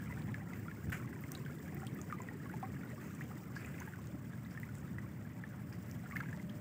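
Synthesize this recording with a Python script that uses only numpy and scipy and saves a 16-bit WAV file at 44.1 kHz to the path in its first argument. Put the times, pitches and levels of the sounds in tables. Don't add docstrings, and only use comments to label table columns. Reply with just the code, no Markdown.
import sys
import numpy as np
from scipy import signal
from scipy.fft import rfft, irfft
from scipy.io import wavfile

SR = 44100
rng = np.random.default_rng(int(sys.argv[2]) if len(sys.argv) > 2 else 0)


def bounce(signal):
    frames = np.transpose(np.atleast_2d(signal))
    limited = np.clip(frames, -1, 1)
    pcm = np.round(limited * 32767).astype(np.int16)
    wavfile.write(sys.argv[1], SR, pcm)


N = 291236


# start_s, level_db, pitch_hz, rise_ratio
NEAR_BUBBLES = [(.1233, -40.5, 1960, 0.17), (.171, -45, 1510, .1), (.28, -51, 825, .2),
                (.291, -48.5, 1950, .2), (.3435, -35.5, 1700, .02), (.418, -52, 780, .1),
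                (.5337, -41, 2040, 0.4), (.682, -41, 1375, 0.11), (.714, -44, 1700, .15),
                (.896, -48, 1500, .3), (.9225, -38.5, 1487, .1), (.928, -37.5, 1920, .1),
                (.999, -46.5, 1320, .1), (1.045, -49.5, 1105, 0.53), (1.075, -48, 2030, .1),
                (1.129, -48, 1500, .4), (1.238, -42, 2030, 0.18), (1.4622, -43.5, 1540, .05),
                (1.68, -47, 1650, .3), (1.769, -48, 1970, 0.22), (1.954, -51.5, 1700, .2),
                (1.989, -47, 1220, .1), (1.8311, -45.5, 776, .02), (2.1, -44, 1440, 0.23),
                (2.108, -44, 1780, 0.22), (2.1252, -33, 1207, 0.058), (2.186, -48, 2030, .3),
                (2.2022, -42, 1006, 0.065), (2.2865, -38.5, 1865, 0.22), (2.312, -51, 845, .1),
                (2.458, -48, 1090, 0.18), (2.4972, -43.5, 1420, 1.6), (2.516, -47, 1900, .1),
                (2.5389, -42, 865, 0.11), (2.6283, -37.5, 766, .02), (2.6337, -40.5, 1047, 0.72),
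                (2.649, -47, 1970, .6), (2.833, -48, 1410, .4), (2.916, -46, 1890, .1),
                (2.9322, -48.5, 610, .05), (2.979, -48.5, 1150, .05), (3.2091, -40, 1760, 2.4),
                (3.2155, -43, 1830, 3.4), (3.304, -51, 776, 1.8), (3.313, -47, 1180, 2.5),
                (3.37, -49, 1860, .2), (3.5647, -37.5, 1650, 0.23), (3.669, -46, 1980, 0.23),
                (3.787, -49, 2080, .2), (3.8103, -44, 960, 1.4), (3.8202, -43.5, 1420, 2.2),
                (3.8751, -45.5, 1620, .05), (3.877, -49.5, 865, .1), (3.9361, -44.5, 1480, .1),
                (3.988, -49.5, 1014, 1.1), (4.333, -46, 1630, .1), (4.549, -48, 1620, .1),
                (4.5743, -37.5, 1810, .04), (4.6314, -39.5, 1860, 1.35), (4.69, -48, 1460, .1),
                (4.9839, -38.5, 1920, 0.055), (5.4379, -40, 1740, .03), (6.036, -52.5, 725, .1),
                (6.059, -47.5, 1370, .2), (6.111, -43.5, 1830, 0.48), (6.122, -41.5, 2150, .4),
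                (6.127, -46, 1137, .1), (6.136, -45, 1150, .1), (6.1598, -32.5, 1690, 0.91),
                (6.1669, -31.5, 2090, 0.19), (6.2029, -34, 1610, 0.15), (6.2065, -39.5, 1370, .02),
                (6.23, -49, 930, .2), (6.235, -44, 2100, 1.1), (6.259, -48, 1590, 0.45),
                (6.286, -46, 1610, .1), (6.3284, -39.5, 1734, 0.093), (6.343, -52, 896, .3),
                (6.374, -49, 606, .08), (6.398, -47, 2060, .1)]

def bubbles():
    snap_colour = [(150, -34), (400, -17), (1300, 12), (2200, 11), (3500, -20), (15000, -18)]
    return gain_of(1.5) * plops(NEAR_BUBBLES, snap_colour, cycles=57, attack_s=0.00057,
                                snap_db=-10, snap_s=0.0028)


# pitch_hz, level_db
BABBLE_SIZES = [(500, -4.5), (800, -3), (1100, -0.5), (1500, 2), (1900, 4), (2300, -2.5), (3000, -11.5)]
# time_s, gain_db
BABBLE_RIDE = [(0, 2.5), (1.5, 2), (2.5, -0.5), (3.0, 0.5), (3.8, 1), (4.6, -3), (5.1, 0.5), (5.9, -3.5),
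               (6.2, 1.5), (6.6, -11)]

def babble():
    chatter = swarm(BABBLE_SIZES, per_s=470, spread_db=3.5, cycles=44, rise=1)
    clusters = gain_of(1.5 * wander(26))
    return gain_of(-63) * current(follow=1) * curve(BABBLE_RIDE) * evened(chatter * clusters)


# start_s, level_db, fade_s, spray_db, spray_hz
WAVELETS = [(.53, -58.5, 0.082, -8, 14100), (0.919, -42, 0.033, -15.5, 7200), (.97, -65, 0.017, 4, 14700),
            (3.0, -59, 0.13, -9.5, 6530), (3.55, -57, 0.027, -1, 4830), (3.58, -57, 0.21, -16, 7500),
            (3.775, -60.5, 0.075, -21, 7500), (4.5, -60.5, 0.025, -5, 5160), (4.74, -71, 0.034, 7.5, 7450),
            (5.72, -57.5, 0.034, -9, 5000), (5.865, -62.5, 0.087, -4, 14100),
            (6.153, -48, 0.026, -11, 14700), (6.225, -61.5, 0.062, -23, 5500)]
# frequency_hz, level_db
SPRAY_EQ = [(1500, -4), (3800, -7), (5500, -2), (7500, 6), (10000, -7), (12500, -5), (15000, -0.5)]

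def splashes(spray_octaves=0.13, spray_lag=3.9):
    body_colour = [(300, -3), (1000, -9), (1500, 6), (2150, 3.5), (2700, -1), (3100, -10.5),
                   (3800, -21), (9000, -20.5), (14500, -17.5)]
    body = coloured(impacts(per_s=1800, spread_db=1), body_colour)
    mist_spectrum = rfft(impacts(per_s=2500, spread_db=1))
    hz = np.fft.rfftfreq(N, 1 / SR) + 1
    out = np.zeros(N)
    for start_s, level_db, fade_s, spray_db, spray_hz in WAVELETS:
        age = np.arange(N) / SR - start_s
        attack_s = 0.087 * fade_s
        colour = bell(np.log2(hz / spray_hz), spray_octaves) + 0.27 * eq_gain(SPRAY_EQ, hz)
        spray = gain_of(spray_db) * evened(irfft(mist_spectrum * colour, N))
        out += gain_of(level_db) * body * swell(age, attack_s, fade_s)
        out += gain_of(level_db) * spray * swell(age, spray_lag * attack_s, fade_s)
    return out


# start_s, level_db, pitch_hz, rise_ratio
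FLUNG_DROPS = [(.9007, -40, 13500, 8), (1.2088, -44, 12900, 3), (1.3181, -40, 5560, 6),
               (1.3185, -36, 12600, 4), (1.3194, -39, 8600, -0.5), (1.3514, -39, 3760, 1.2),
               (1.3752, -48, 6900, 1), (1.4504, -53.5, 3050, 1), (1.5863, -61, 3100, 8),
               (1.7466, -40, 13950, 2), (1.803, -49, 7300, 1.5), (1.868, -42.5, 8150, 2),
               (1.8716, -46, 3080, 2), (1.9477, -45, 11800, 1), (2.015, -39.5, 6400, 2.5),
               (2.2188, -42, 7250, -1), (2.902, -49.5, 7500, -1), (3.1492, -51, 7600, 4),
               (3.6475, -44, 2430, 1), (3.661, -47, 6900, 2.5), (3.8013, -40, 14400, -2),
               (3.8015, -41.5, 6180, 1), (4.4488, -56, 3630, 2), (4.6002, -34.5, 14450, 5),
               (5.7274, -51, 5000, 1.5), (5.9128, -45, 5100, 10), (6.3115, -53, 6840, 2),
               (6.4952, -48, 3050, 1.7)]

def droplets():
    snap_colour = [(2000, 3), (4000, -18), (11000, -10), (14000, 5)]
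    return gain_of(0.5) * plops(FLUNG_DROPS, snap_colour, cycles=73, attack_s=0.00015,
                                snap_db=-7, snap_s=0.00095)


# start_s, level_db, centre_hz
FILM_BURSTS = [(0.221, -56, 3470), (.5345, -53.5, 5500), (.903, -52, 7000), (1.218, -52, 11000),
               (1.349, -48, 7860), (1.3507, -48, 4200), (1.552, -54, 11000), (1.656, -55, 13000),
               (1.868, -45, 3660), (2.1255, -53, 7500), (2.514, -55, 11000), (3.153, -54, 6500),
               (3.802, -52, 14000), (3.851, -63, 12500), (3.8625, -53, 13600), (3.885, -54, 12000),
               (4.042, -55, 5300), (4.072, -53, 5960), (4.753, -53, 7800), (4.784, -54, 7950),
               (5.607, -61, 11000), (6.1668, -48, 4200), (6.207, -51, 4800), (6.365, -55, 3900),
               (6.374, -60, 5500), (6.428, -55, 5500), (6.498, -57, 5530)]

def cracks(fade_s=0.0011, width_octaves=0.4):
    out, t = np.zeros(N), np.arange(SR // 50) / SR
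    hz = np.fft.rfftfreq(len(t), 1 / SR) + 1
    for start_s, level_db, centre_hz in FILM_BURSTS:
        band = bell(np.log2(hz / centre_hz), width_octaves)
        puff = irfft(rfft(rng.standard_normal(len(t))) * band, len(t))
        add(out, start_s, gain_of(level_db) * evened(puff) * np.exp(-t / fade_s))
    return out


# frequency_hz, level_db
RUMBLE_EQ = [(20, -62), (40, -64), (50, -23), (60, -31), (72, -4.5), (88, -6), (112, 0.5), (180, -1),
             (240, -6), (320, -13), (450, -26.5), (650, -28.5), (1200, -64), (3000, -101)]
# crest_s, swell_db, half_width_s
SURGE_CRESTS = [(.25, 4, 0.11), (.615, 5.5, 0.036), (0.886, 8.5, 0.019), (1.24, 3.5, 0.015),
                (1.95, 5.5, 0.025), (2.14, -0.5, 0.017), (2.6, 2, 0.049), (3.66, 2, 0.022),
                (4.15, 7, 0.012), (4.97, 3.5, 0.079), (5.95, 5.5, 0.016), (6.17, 5, 0.021),
                (6.292, 8.5, 0.0092), (6.56, 2, .015)]

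def rumble():
    t = np.arange(N) / SR
    heave = gain_of(sum(db * bell(t - crest_s, width_s) for crest_s, db, width_s in SURGE_CRESTS))
    churn = gain_of(0.5 * wander(26))
    lows = coloured(rng.standard_normal(N), RUMBLE_EQ)
    return gain_of(-46.5) * current(follow=0.42) * heave * evened(lows * churn)


# time_s, gain_db
SHALLOWS_RIDE = [(0, -3.5), (1.5, 4.5), (3.8, -0.5), (4.3, -6.5), (6.6, -32)]

def gurgle():
    sizes = [(260, 0), (380, 2), (560, -11.5)]
    pockets = swarm(sizes, per_s=170, spread_db=2.5, cycles=18.7, rise=0.31)
    return gain_of(-61) * curve(SHALLOWS_RIDE) * pockets


# frequency_hz, level_db
WASH_EQ = [(200, -12), (450, 4.5), (650, -2), (1000, -1), (1400, -1.5), (2000, -2), (2500, -10.5),
           (3200, -13), (4200, -21.5), (8000, -23)]

def wash():
    bed = coloured(rng.standard_normal(N), WASH_EQ)
    lapping = gain_of(1.5 * wander(31))
    return gain_of(-63) * current(follow=0.65) * evened(bed * lapping)


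# frequency_hz, level_db
HISS_EQ = [(1500, -9), (3800, -16), (5000, -1.5), (6300, -6.5), (7500, 1), (8600, -2), (10000, -12),
           (11500, -20), (13200, -7), (15000, 4.5), (16000, 3.5)]
CRACKLE_EQ = [(1500, -6), (3800, -8.5), (5000, -3), (7500, 1), (10000, -6.5), (11500, -8.5), (13200, -0.5),
              (15500, 6)]
# time_s, gain_db
FOAM_RIDE = [(0.0, -64), (0.31, -66), (1.38, -64.5), (1.82, -64.5), (2.2, -67), (2.76, -64.5),
             (5.64, -68.5), (6.09, -64.5), (6.6, -68.5)]

def foam(tick_s=0.00039):
    hiss = coloured(rng.standard_normal(N), HISS_EQ) * gain_of(2.5 * wander(49))
    t = np.arange(SR // 200) / SR
    tick = rng.standard_normal(len(t)) * np.exp(-t / tick_s)
    ticks = signal.oaconvolve(impacts(per_s=150, spread_db=11.5), tick)[:N]
    crackle = coloured(ticks, CRACKLE_EQ)
    bead_sizes = [(3200, 4.5), (4200, -4.5), (5200, -2), (7500, 4), (10500, -7), (15500, 13)]
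    beads = swarm(bead_sizes, per_s=130, spread_db=0, cycles=53, rise=0.27)
    return curve(FOAM_RIDE) * (gain_of(1) * hiss + gain_of(-6.5) * crackle + gain_of(-11) * beads)


# time_s, gain_db
HUM_RIDE = [(0, -87), (5.5, -74.5), (6.4, -70.5), (6.6, -67)]

def hum(pitch_hz=598, waver_hz=2.03, waver_db=3.5):
    tone = np.sin(2 * np.pi * np.cumsum(pitch_hz + waver_hz * wander(7.6)) / SR)
    return curve(HUM_RIDE) * evened(tone * gain_of(waver_db * wander(3.4)))


# time_s, level_db
CURRENT_RIDE = [(0.0, -57), (0.48, -60), (2.72, -58.5), (3.44, -61), (3.77, -58.5), (3.97, -61.5),
                (4.3, -61), (5.99, -60), (6.19, -59), (6.6, -58)]

def current(follow, usual_db=-60):
    return (curve(CURRENT_RIDE) / gain_of(usual_db)) ** follow


def bank_echo(x, wet_db=-14, t60_s=0.15):
    t = np.arange(SR // 5) / SR
    taps = rng.standard_normal(len(t)) * (rng.random(len(t)) < 0.05)
    taps *= (t > 0.003) * np.exp(-np.log(1000) * t / t60_s)
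    return x + gain_of(wet_db) * signal.oaconvolve(x, taps / np.linalg.norm(taps))[:N]


def ring(hz, t60_s, rise, attack_s, burst_rise=0.79):
    t60_s = max(t60_s, 0.002)
    t = np.arange(int(t60_s * SR)) / SR
    climb = max(rise, 0) * (t / t60_s) ** 1.517
    pitch = np.minimum(hz * (1 + climb), SR / 2)
    intact = 1 / (1 + (climb / burst_rise) ** 8)
    envelope = np.exp(-np.log(1000) * t / t60_s) * (1 - np.exp(-t / attack_s))
    return intact * envelope * np.sin(2 * np.pi * np.cumsum(pitch) / SR)


def plops(rows, snap_colour, cycles, attack_s, snap_db, snap_s):
    rings, snaps = np.zeros(N), np.zeros(N)
    snap_decay = np.exp(-np.arange(SR // 20) / SR / snap_s)
    for start_s, level_db, hz, rise in rows:
        add(rings, start_s, gain_of(level_db) * ring(hz, cycles / hz, rise, attack_s))
        add(snaps, start_s, gain_of(level_db) * snap_decay)
    return rings + gain_of(snap_db) * snaps * coloured(rng.standard_normal(N), snap_colour)


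def swarm(sizes, per_s, spread_db, cycles, rise):
    out = np.zeros(N)
    births, chance = impacts(per_s, spread_db), rng.random((N, 3))
    low_hz, high_hz = sizes[0][0], sizes[-1][0]
    for at in np.flatnonzero(births):
        smallness, sustain, climb = chance[at]
        hz = low_hz + smallness * (high_hz - low_hz)
        bubble = ring(hz, cycles / hz * (0.5 + sustain), rise * climb ** 2, attack_s=2 / hz)
        add(out, at / SR, births[at] * eq_gain(sizes, hz) * bubble)
    return evened(out)


def impacts(per_s, spread_db):
    size = gain_of(spread_db * np.minimum(rng.exponential(1, N), 2.6))
    return size * rng.choice([-1, 1], N) * (rng.random(N) < per_s / SR)


def wander(rate_hz):
    hz = np.fft.rfftfreq(N, 1 / SR)
    return evened(irfft(rfft(rng.standard_normal(N)) * (hz > 0) / (1 + (hz / rate_hz) ** 4), N))


def swell(age, attack_s, fade_s):
    return np.clip(age / attack_s, 0, 1) * np.exp(-np.maximum(age - attack_s, 0) / fade_s)


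def bell(offset, width):
    return np.exp(-0.5 * (offset / width) ** 2)


def curve(rows):
    time_s, db = np.transpose(rows)
    return gain_of(np.interp(np.arange(N) / SR, time_s, db))


def eq_gain(points, hz):
    point_hz, db = np.transpose(points)
    return gain_of(np.interp(np.log(hz + 1), np.log(point_hz + 1), db))


def coloured(x, eq):
    return evened(irfft(rfft(x) * eq_gain(eq, np.fft.rfftfreq(N, 1 / SR)), N))


def gain_of(db):
    return 10 ** (np.asarray(db) / 20)


def evened(x):
    return x / np.sqrt(np.mean(x ** 2) + 1e-20)


def add(mix, start_s, sound):
    part = mix[max(round(start_s * SR), 0):][:len(sound)]
    part += sound[:len(part)]


def scene():
    near = bubbles() + droplets() + cracks() + babble() + splashes()
    return (bank_echo(near) + rumble() + gurgle() + wash() + foam() + hum())[None]


def record(dry):
    lowpass = signal.firwin(511, cutoff=15620, window=("kaiser", 9), fs=SR)
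    return signal.oaconvolve(dry, lowpass[None], "same")


dry = scene()
out = record(dry)
bounce(out)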